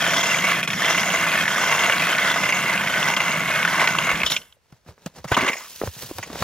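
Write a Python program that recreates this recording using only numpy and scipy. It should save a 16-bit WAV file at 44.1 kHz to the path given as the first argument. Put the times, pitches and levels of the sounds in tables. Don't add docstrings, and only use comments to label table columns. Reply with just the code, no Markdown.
import sys
import numpy as np
from scipy import signal
from scipy.fft import rfft, irfft
from scipy.io import wavfile

SR = 44100
rng = np.random.default_rng(int(sys.argv[2]) if len(sys.argv) > 2 else 0)


def decibels_to_gain(level_db):
    exponent = np.asarray(level_db, float) / 20
    return 10 ** exponent


def unload_audio(sound):
    columns = np.transpose(np.atleast_2d(sound))
    steps = np.round(np.clip(columns, -1, 1) * 32767)
    wavfile.write(sys.argv[1], SR, steps.astype(np.int16))


N = 283563
T = np.arange(N) / SR
SLOW_T = T[::64]
HZ = np.fft.rfftfreq(4096, 1 / SR)
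TURN_S = 0.722
THROUGH_S, LIFTING_S = 4.252, 5


def evened(x):
    return x / np.sqrt(np.mean(x ** 2) + 1e-20)


def read(points, hz):
    f, value = np.transpose(points)
    return np.interp(np.log(hz + 1), np.log(f + 1), value)


def along(rows):
    s, level, *others = np.transpose(rows)
    first = np.interp(T, s, level, left=-140, right=-140)
    return [first] + [np.interp(T, s, column) for column in others]


def smooth(slow):
    return np.interp(T, SLOW_T, slow)


def drift(top_hz):
    count = len(SLOW_T)
    z = rfft(rng.standard_normal(count))
    return evened(irfft(z / (1 + (np.fft.rfftfreq(count, 64 / SR) / top_hz) ** 2), count))


def colour(x, points):
    log_gain = np.log(decibels_to_gain(np.maximum(read(points, HZ), -90)))
    circle = np.concatenate([log_gain, log_gain[-2:0:-1]])
    taps = np.fft.ifft(np.exp(np.conj(signal.hilbert(circle)))).real[:2048]
    return signal.oaconvolve(x, taps / np.linalg.norm(taps))[:len(x)]


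def ring(x, hz, width):
    r = np.exp(-np.pi * width / SR)
    return signal.lfilter([(1 - r * r) / 2, 0, (r * r - 1) / 2], [1, -2 * r * np.cos(2 * np.pi * hz / SR), r * r], x)


def glide(x, hz, width):
    turn = np.exp(2j * np.pi * np.cumsum(hz) / SR)
    r = np.exp(-np.pi * width / SR)
    return 2 * (turn * signal.lfilter([1 - r], [1, -r], x / turn)).real


def chips(per_s, spread_db, burst_ms, bed):
    size = decibels_to_gain(spread_db * np.minimum(rng.exponential(1, N), 4)) * (rng.random(N) < per_s / SR)
    r = np.exp(-1000 / (burst_ms * SR))
    bursts = evened(signal.lfilter([1], [1, -r], size))
    return evened((bed + bursts) * rng.standard_normal(N))


def add(mix, s, sound):
    part = mix[round(s * SR):][:len(sound)]
    part += sound[:len(part)]


# time_s, level_db
PRESS = [(0.0, -21.5), (0.4, -21.5), (0.48, -19), (0.62, -26), (0.76, -28.5), (0.84, -19.5), (0.95, -22.5),
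         (1.29, -20.5), (1.48, -23.5), (1.88, -19), (2.3, -22), (3.0, -23), (3.31, -20.5), (3.45, -23.5),
         (3.55, -22), (3.76, -24), (3.81, -19.5), (3.93, -26.5)]
# time_s, level_db
THROUGH = [
    (3.931, -25.5),
    (4.06, -21),
    (4.14, -24),
    (4.235, -24),
    (4.255, -25),
    (4.32, -20.5),
    (4.369, -32),
    (4.39, -43.5),
    (4.56, -67),
]
# time_s, level_db
LIFT = [
    (5.26, -65),
    (5.292, -34),
    (5.308, -39),
    (5.318, -24),
    (5.36, -30),
    (5.41, -23),
    (5.455, -25),
    (5.49, -16),
    (5.502, -30),
    (5.68, -51),
]
# usual_db, lost_db (per dB of harder cut), ceiling_db
SHARES = [
    [(-9.5, 1.1, -2.5), (-19, 0.5, -14), (-10, 1.48, 3)],
    [(-4, -0.1, 3), (-14, 0.2, -5), (-13.5, -0.5, -4)],
    [(-20, 1.3, 0), (-41, 2.5, -14), (-36, 0, -11)],
]
# cosine_db, sine_db (of crank angle), deeper_db (per second)
CRANK = [(-1.2, 4.8, -2.1), (.5, -.2, -.7), (-.4, -.2, -.05)]


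def effort():
    cut_db = np.max([along(rows)[0] for rows in (PRESS, THROUGH, LIFT)], axis=0)
    stage = (T > THROUGH_S).astype(int) + (T > LIFTING_S)
    angle, layers = 2 * np.pi * T / TURN_S, []
    for k, (cos_db, sin_db, deeper_db) in enumerate(CRANK):
        usual_db, lost, top_db = (column[stage] for column in np.array(SHARES)[:, k].T)
        turn_db = (cos_db * np.cos(angle) + sin_db * np.sin(angle) + deeper_db * T) * (stage == 0)
        layers.append(np.minimum(usual_db - lost * (cut_db + 22), top_db) + turn_db)
    return cut_db, *layers


# time_s, peak_db, snap_hz
CRACKS = [(0.417, -13, 2030), (0.439, -4, 2040), (0.469, -5, 2100), (0.819, -10, 1540), (0.879, -4.5, 1900),
          (0.947, -4, 1510), (0.977, -3, 2070), (1.101, -7, 2750), (1.172, -6.5, 2130), (1.216, -12, 2110),
          (1.897, 0, 1490), (1.922, -2.5, 2680), (2.183, -3.5, 1740), (2.221, -11, 2080),
          (2.776, -4.5, 2470), (3.027, -4, 2600), (3.316, -6, 2150), (3.363, -10, 2210), (3.628, -2, 2170),
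          (3.649, -2, 1490), (3.95, -9, 1070), (4.2014, -7, 2170), (4.216, -5, 2200)]
# time_s, peak_db, snap_hz
FLAKES = [(0.0394, -9, 2010), (0.0644, -7, 1520), (0.1044, -8, 2210), (0.1344, -6, 2050),
          (0.1644, -9, 2050), (0.3002, -8, 2020), (0.3444, -8, 2070), (0.3844, -11, 2700),
          (0.4953, -9, 2080), (0.7756, -14, 1860), (0.8444, -8, 1990), (1.0294, -10, 2030),
          (1.3169, -10, 2450), (1.3877, -10, 1530), (1.4546, -9, 1820), (1.5584, -9, 1510),
          (1.5798, -8, 1230), (1.6327, -8, 2050), (1.7235, -6, 2050), (1.7918, -7, 2720),
          (1.8347, -8, 2710), (1.8572, -7, 2050), (1.9969, -12, 2210), (2.0677, -10, 1740),
          (2.0894, -10, 2030), (2.148, -10, 2060), (2.2767, -10, 1490), (2.3394, -11, 2050),
          (2.4319, -11, 2080), (2.4563, -12, 1440), (2.4894, -8, 2080), (2.7217, -12, 1130),
          (2.7472, -13, 1770), (2.8734, -9, 1880), (2.9387, -11, 1970), (3.7424, -10, 1960),
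          (3.7958, -7, 2030), (3.8114, -9, 2000), (3.8407, -9, 2030), (4.0677, -10, 1530),
          (4.1014, -8, 2160), (4.1129, -5, 2160), (4.156, -12, 2160)]
# time_s, peak_db, snap_hz, stall_db (just before)
CATCHES = [(0.229, -5, 2200, -9), (0.256, -6, 2040, -6), (0.629, -6, 2360, -15), (0.675, -4, 2270, -21),
           (0.702, -7, 1990, -5.5), (0.731, -6, 1820, -2), (1.265, -7, 1120, -2), (1.479, -2, 1840, -9),
           (2.524, -2, 2040, -8), (3.203, -1, 2130, -9), (3.676, -3, 1490, -7), (3.137, -5.5, 2050, -6),
           (3.165, -3, 2620, -12), (3.8736, 1, 1950, -8), (3.9853, 0, 2500, -5), (4.091, -4, 1280, -8),
           (4.233, -2, 1970, -8)]
# time_s, peak_db, snap_hz, lull_db (just before), fade_ms
KNOCKS = [(4.262, -4, 3300, 1, 15), (4.299, -7, 3360, -19.5, 5), (4.316, -5, 3430, -1, 14),
          (4.364, -2.5, 2600, -1, 5.4), (4.416, -30, 3190, 0, 5), (4.524, -32, 3190, 0, 3),
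          (5.284, -26, 1820, 7, 6.8), (5.318, -5.5, 1040, -4, 13.5), (5.344, -5, 2780, 4, 7.6),
          (5.367, -3, 1100, -18, 14), (5.408, -9, 2050, -3, 11), (5.464, -8, 1630, -2.5, 6.8),
          (5.479, -6, 2000, -3, 12), (5.518, -15, 1990, -6, 7), (5.531, -9.5, 1990, -6, 7),
          (5.567, -19, 2000, -11, 9), (6.228, -13, 2100, -4, 8.9)]


def fractures():
    breaks = [(*row, -3, 3.6) for row in CRACKS] + [(*row, 3.4) for row in CATCHES] + KNOCKS
    breaks += [(s, db + 1.5, hz, -2.5, 5.5) for s, db, hz in FLAKES]
    stall_db, jolts, snaps = np.zeros(N), np.zeros(N), np.zeros(N)
    t = np.arange(1800) / SR
    for (s, db, hz, before_db, ms), noise in zip(breaks, rng.standard_normal((len(breaks), len(t)))):
        lead_s = 0.008 + 0.0011 * abs(before_db)
        build = np.minimum(np.arange(round((lead_s + 0.003) * SR)) / (lead_s * SR), 1)
        add(stall_db, s - lead_s, before_db * build)
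        burst = noise * (1 - np.exp(-t / 0.00036)) * np.exp(-1000 * t / max(ms, 1))
        add(jolts, s, decibels_to_gain(db - 14.5) * burst)
        snap = ring(ring(burst, hz, 900), hz, 900)
        add(snaps, s, decibels_to_gain(db - 8.7) * snap / abs(snap).max())
    return stall_db, jolts, snaps


# low_hz, high_hz, width_hz, level_db
CLIMB = [(1720, 2330, 70, -12.5), (2450, 2850, 80, -22)]


def squeezed_air(drives):
    turned = (T - 0.6) / TURN_S % 1
    out = np.zeros(N)
    for drive, (low_hz, high_hz, width, db) in zip(drives, CLIMB):
        swell = decibels_to_gain(db + 2.5 * smooth(drift(9.0))) * np.sin(np.pi * turned ** 1.4) * (T < THROUGH_S)
        out += glide(drive * swell, low_hz + (high_hz - low_hz) * turned, width)
    return out


# pitch_hz, width_hz, level_db, cosine_db, sine_db (swing with crank angle),
# deeper_db (per second as the hole deepens)
SPIRAL = [(680, 50, -20.5, 0, 1.2, -0.94), (1040, 225, -22.5, -0.77, 1.45, 0.44),
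          (1127, 46, -14.5, 0, -1.5, -0.3), (1249, 34, -21.5, 0.5, 1.3, -0.098),
          (1490, 80, -13.5, 0.5, 0.67, 0.29), (1766, 70, -13.5, 1.4, -0.05, -0.18),
          (1900, 98, -23, 1, 1, 0.16), (2045, 50, -8.5, -1, 0, -0.17), (2170, 54, -14.5, 0.24, -1.14, 0.21),
          (2240, 45, -19, 0.7, -2.5, -1.05), (2470, 130, -34.5, 8, -7, -1.25),
          (2740, 75, -16, -1.5, 0.37, -0.05), (3065, 70, -17.5, 2, 1, -0.21),
          (3245, 65, -13.5, 1, 0.46, -1.3), (3430, 60, -23, 1.5, 4, -0.76),
          (5350, 40, -6.5, 0.5, 0.5, -0.95), (5690, 60, -1, 1.5, 0.9, 0.04),
          (5913, 35, 0, -1.5, 1.85, -0.63), (6590, 70, -5, -5, -2.5, -0.32)]


def spiral(drives, scrape_db, freed_db):
    angle = 2 * np.pi * SLOW_T / TURN_S
    depth = np.where(SLOW_T > LIFTING_S, 2, SLOW_T)
    steel, power = np.zeros(N), 0
    for k, (hz, width, db, cos_db, sin_db, deeper_db) in enumerate(SPIRAL):
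        swing_db = cos_db * np.cos(angle) + sin_db * np.sin(angle) + deeper_db * depth
        aim_db = db + 2.73 * swing_db + 1.7 * drift(9.0)
        if hz > 4000:
            aim_db += scrape_db[::64] - 12.5
        else:
            aim_db += freed_db[::64] * np.clip(np.log2(hz / 2500) / 0.57, -1, 1)
            power += decibels_to_gain(2 * db) * width * np.pi / SR
        damped_width = max(width, hz / 90)
        steel += ring(drives[k % 3] * smooth(decibels_to_gain(aim_db)), hz, damped_width)
    return (steel + squeezed_air(drives)) / np.sqrt(power)


# pitch_hz, width_hz, level_db
SHAFT = [(72, 31, -28), (164.8, 14.7, -2), (179.6, 50, -3.5), (270, 30, -16.5)]


def shaft(push, shaft_db):
    twice = np.cos(4 * np.pi * T / TURN_S) * (T <= LIFTING_S)
    out = np.zeros(N)
    for hz, width, db in SHAFT:
        wobble_db = -5.5 * (hz > 200) * twice
        out += decibels_to_gain(db) * ring(push * decibels_to_gain(shaft_db + 21.5 + wobble_db), hz, width)
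    return out


# pitch_hz, level_db (per Hz)
CRUNCH = [(120, -51.5), (200, -10.5), (414, -12.5), (681, -2.5), (759, -12), (1110, -5), (1660, -2),
          (2110, -6), (2450, -10), (2760, -10.5), (5000, -23.5), (6500, -14.5), (11000, -120)]
# pitch_hz, level_db (per Hz)
SCRAPE = [(2180, -27.5), (3700, -10.5), (4870, -2.5), (5230, 5), (5870, -5), (6240, -16), (6790, 1),
          (8000, -12), (10400, -20.5), (17600, -120)]
# pitch_hz, level_db (per Hz)
POWDER = [(4590, -28), (7800, 5.5), (8180, -6.5), (9510, 3.5), (14000, -1), (15200, -1.5), (16000, -9.5)]


def auger():
    cut_db, scrape_db, powder_db, shaft_db = effort()
    stall_db, jolts, snaps = fractures()
    press = decibels_to_gain(cut_db + stall_db + 0.87 * smooth(drift(15)))
    drives = [press * chips(per_s=520, spread_db=2.3, burst_ms=0.6, bed=0.8) + jolts for _ in range(3)]
    freed_db = np.where(T > LIFTING_S, 0.5, 8.5 * (T > THROUGH_S))
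    fine = 0.35 * jolts + 0.59 * drives[1] + 0.79 * press * rng.standard_normal(N)
    dust = 0.34 * drives[2] + 1.27 * press * rng.standard_normal(N)
    push = 0.3 * drives[0] + 0.91 * decibels_to_gain(cut_db + 0.45 * stall_db) * rng.standard_normal(N)
    crunch = decibels_to_gain(-5.5) * colour(drives[0] * decibels_to_gain(-0.6 * freed_db), CRUNCH)
    body = decibels_to_gain(-2.5) * spiral(drives, scrape_db, freed_db) + crunch + snaps + shaft(push, shaft_db)
    return body + colour(fine * decibels_to_gain(scrape_db - 5.5), SCRAPE) + colour(dust * decibels_to_gain(powder_db), POWDER)


# pitch_hz, level_db (per Hz)
AIR = [(12, -32), (20, -2), (81, -2), (262, -27), (472, -14), (607, -20), (1910, -22), (2600, -26),
       (16000, -41)]


def still_air():
    shared = colour(rng.standard_normal(N), AIR)
    separate = np.array([colour(v, AIR) for v in rng.standard_normal((2, N))])
    return decibels_to_gain(-69.5) * (shared + 1.2 * separate)


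# time_s, peak_db, ring_hz, slap_db (above the ring)
THUDS = [(4.13, -29, 70, -25.5), (4.239, -26.5, 85, -31), (4.725, -36, 159, -10.5), (4.863, -45.5, 203, -2),
         (4.886, -32, 108, -10), (5.0611, -18.5, 200, -9.5), (5.195, -37, 100, -9), (5.251, -24, 171, -7.5),
         (5.319, -16, 151, -23), (5.838, -26, 130, -8), (5.875, -18, 112, -18), (5.965, -34.5, 156, -8),
         (6.031, -31.5, 173, -1.5), (6.153, -34, 109, -19), (6.188, -24, 129, -2.5), (6.046, -33, 150, -12),
         (6.418, -20, 140, -15)]
# time_s, peak_db, ring_hz, slap_db (above the ring)
LUMPS = [(4.568, -55, 600, -15), (4.979, -47, 502, 1), (5.068, -24, 660, -13), (5.146, -54, 715, 0),
         (5.2438, -27.5, 574, 1.5), (5.317, -13, 407, 2), (5.8152, -9, 460, -11), (5.8252, -21, 520, -8.5),
         (5.836, -7.5, 513, -23), (5.874, -22, 593, -3.5), (6.104, -35, 402, -6), (6.112, -20, 340, -13),
         (6.1845, -27.5, 900, 4), (6.301, -26, 302, -5), (6.356, -37.5, 370, 11), (6.4235, -14, 470, 1)]
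# cycles (to die 60 dB at -25 dB), cycles_lost (per dB harder), slap_ms (60 dB)
BLOW = [(8.5, .12, 45), (9, .28, 22.4)]


def thumps():
    out, t = np.zeros(N), np.arange(4500) / SR
    for rows, (cycles, lost, slap_ms) in zip((THUDS, LUMPS), BLOW):
        for (s, db, hz, slap_db), noise in zip(rows, rng.standard_normal((len(rows), len(t)))):
            ring_s = max(cycles - lost * (db + 25), 3) / hz
            fade = decibels_to_gain(-2.5 - 60 * (t / ring_s) ** 1.3)
            body = -np.sin(2 * np.pi * hz * t / (1 + 8.0 * t)) * fade
            wet = evened(signal.lfilter(*signal.butter(2, 1300, fs=SR), noise) + 0.047 * noise)
            slap = wet * decibels_to_gain(-60000 * t / slap_ms)
            add(out, s, decibels_to_gain(db) * (body + decibels_to_gain(slap_db) * slap) * (1 - np.exp(-t / 0.00021)))
    return out


# peak_s, crisp_db, dull_db, fade_s (to swell or fade by 20 dB)
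CREAKS = [(4.38, -51, -51, 0.11), (4.741, -63, -64, 0.1), (4.897, -48.5, -45.5, 0.04),
          (5.06, -57, -57, 0.12), (5.179, -44, -44.5, 0.04), (5.29, -52, -68, 0.11),
          (5.39, -44, -34, 0.0869), (5.76, -50, -65, 0.21), (5.86, -42, -41, 0.03), (6.02, -38, -47, .06),
          (6.1, -51, -47, 0.03), (6.2, -54, -57, 0.14), (6.33, -54, -40.5, 0.11), (6.43, -31.5, -36.5, 0.1)]
# start_s, rise_s, end_s, crisp_db, dull_db
TRICKLE = (5.47, 0.02, 6.5, -45, -64)


def treading():
    start, rise, end, *trickle_db = TRICKLE
    t = SLOW_T
    flow = np.clip((t - start) / rise, 0, 1) * np.clip((end - t) / rise + 1, 0.2, 1)
    bed = np.outer(decibels_to_gain([-74, -84]), t > THROUGH_S) + np.outer(decibels_to_gain(trickle_db), flow)
    for s, crisp_db, dull_db, fade_s in CREAKS:
        swell = decibels_to_gain(-20 * (abs(t - s) / max(fade_s, 0.01)) ** 1.4)
        bed = bed + np.outer(decibels_to_gain([crisp_db, dull_db]), swell)
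    return [smooth(level) for level in bed]


# time_s, peak_db, fade_ms
CRUST = [
    (4.723, -49.5, 3),
    (5.061, -30.5, 6.6),
    (5.2426, -34, 6.5),
    (6.1838, -22.5, 1.6),
    (6.4225, -40, 3),
]
# pitch_hz, level_db (per Hz)
CRISP = [(470, -58.5), (800, -22), (941, -3), (1180, -14), (1590, -6), (2280, -8.5), (2550, -3.5),
         (6250, -1.5), (8110, -7), (15700, -5.5)]
# pitch_hz, level_db (per Hz)
DULL = [(29, -31.5), (50, 5), (101, -6.5), (162, 3.5), (334, -8.5), (420, -2), (582, -1.5), (732, -5),
        (2500, -21), (3250, -29.5), (5500, -120)]


def snow():
    crisp, dull = treading()
    t = np.arange(1500) / SR
    for s, db, ms in CRUST:
        add(crisp, s, decibels_to_gain(db) * np.exp(-1000 * t / ms))
    grains = chips(per_s=500, spread_db=2.4, burst_ms=1.6, bed=1.6)
    hiss = colour(grains * crisp, CRISP)
    treble = signal.sosfiltfilt(signal.butter(2, 8000, "high", fs=SR, output="sos"), hiss)
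    trickling = abs(T - 5.75) < 0.45
    return np.where(trickling, hiss, hiss - 0.55 * treble) + colour(grains * dull, DULL)


# time_s, level_db, pitch_hz
SLUSH = [
    (5.33, -69, 230),
    (5.37, -26, 260),
    (5.44, -29.5, 270),
    (5.49, -28.5, 540),
    (5.54, -39, 480),
    (5.58, -48, 810),
    (5.63, -43, 1160),
    (5.7, -60, 1070),
]


def slush():
    db, hz = along(SLUSH)
    grains = chips(per_s=150, spread_db=3.0, burst_ms=3.4, bed=0.3)
    return decibels_to_gain(db) * evened(glide(grains, hz, 220))


# pitch_hz, likeness (0 to 1)
ALIKE = [(30, .6), (70, .99), (180, .999), (350, .975), (700, .962), (1400, .935), (2800, .93), (5600, .66),
         (10000, .3), (16000, .12)]


def ports(x):
    lead_s, tilt_db = 3.7e-5, -0.35
    hz, _, z = signal.stft(x, SR, nperseg=256, noverlap=192)
    alike = np.clip(read(ALIKE, hz), 0, 1)[:, None]
    side = np.array([1, -1])[:, None, None]
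    scatter = np.exp(2j * np.pi * rng.random((2, *z.shape))) * 2
    direct = np.exp(side * 1j * np.pi * hz[:, None] * lead_s)
    mixed = np.sqrt(alike) * direct + np.sqrt(1 - alike) * scatter
    return signal.istft(z * mixed * decibels_to_gain(side * tilt_db), SR, nperseg=256, noverlap=192)[1][:, :N]


def scene():
    return ports(auger() + thumps() + snow() + slush()) + still_air()


def top_cut(x):
    return signal.sosfilt(signal.butter(12, 16480, fs=SR, output="sos"), x)


def record(dry):
    cut = signal.sosfilt(signal.butter(2, 55, "high", fs=SR, output="sos"), dry)
    limited = 0.98 * np.tanh(cut / 0.89)
    edge = signal.firwin(511, 15830, window=("kaiser", 8), fs=SR)
    return top_cut(signal.oaconvolve(limited, edge[None], "same"))


dry = scene()
out = record(dry)
unload_audio(out)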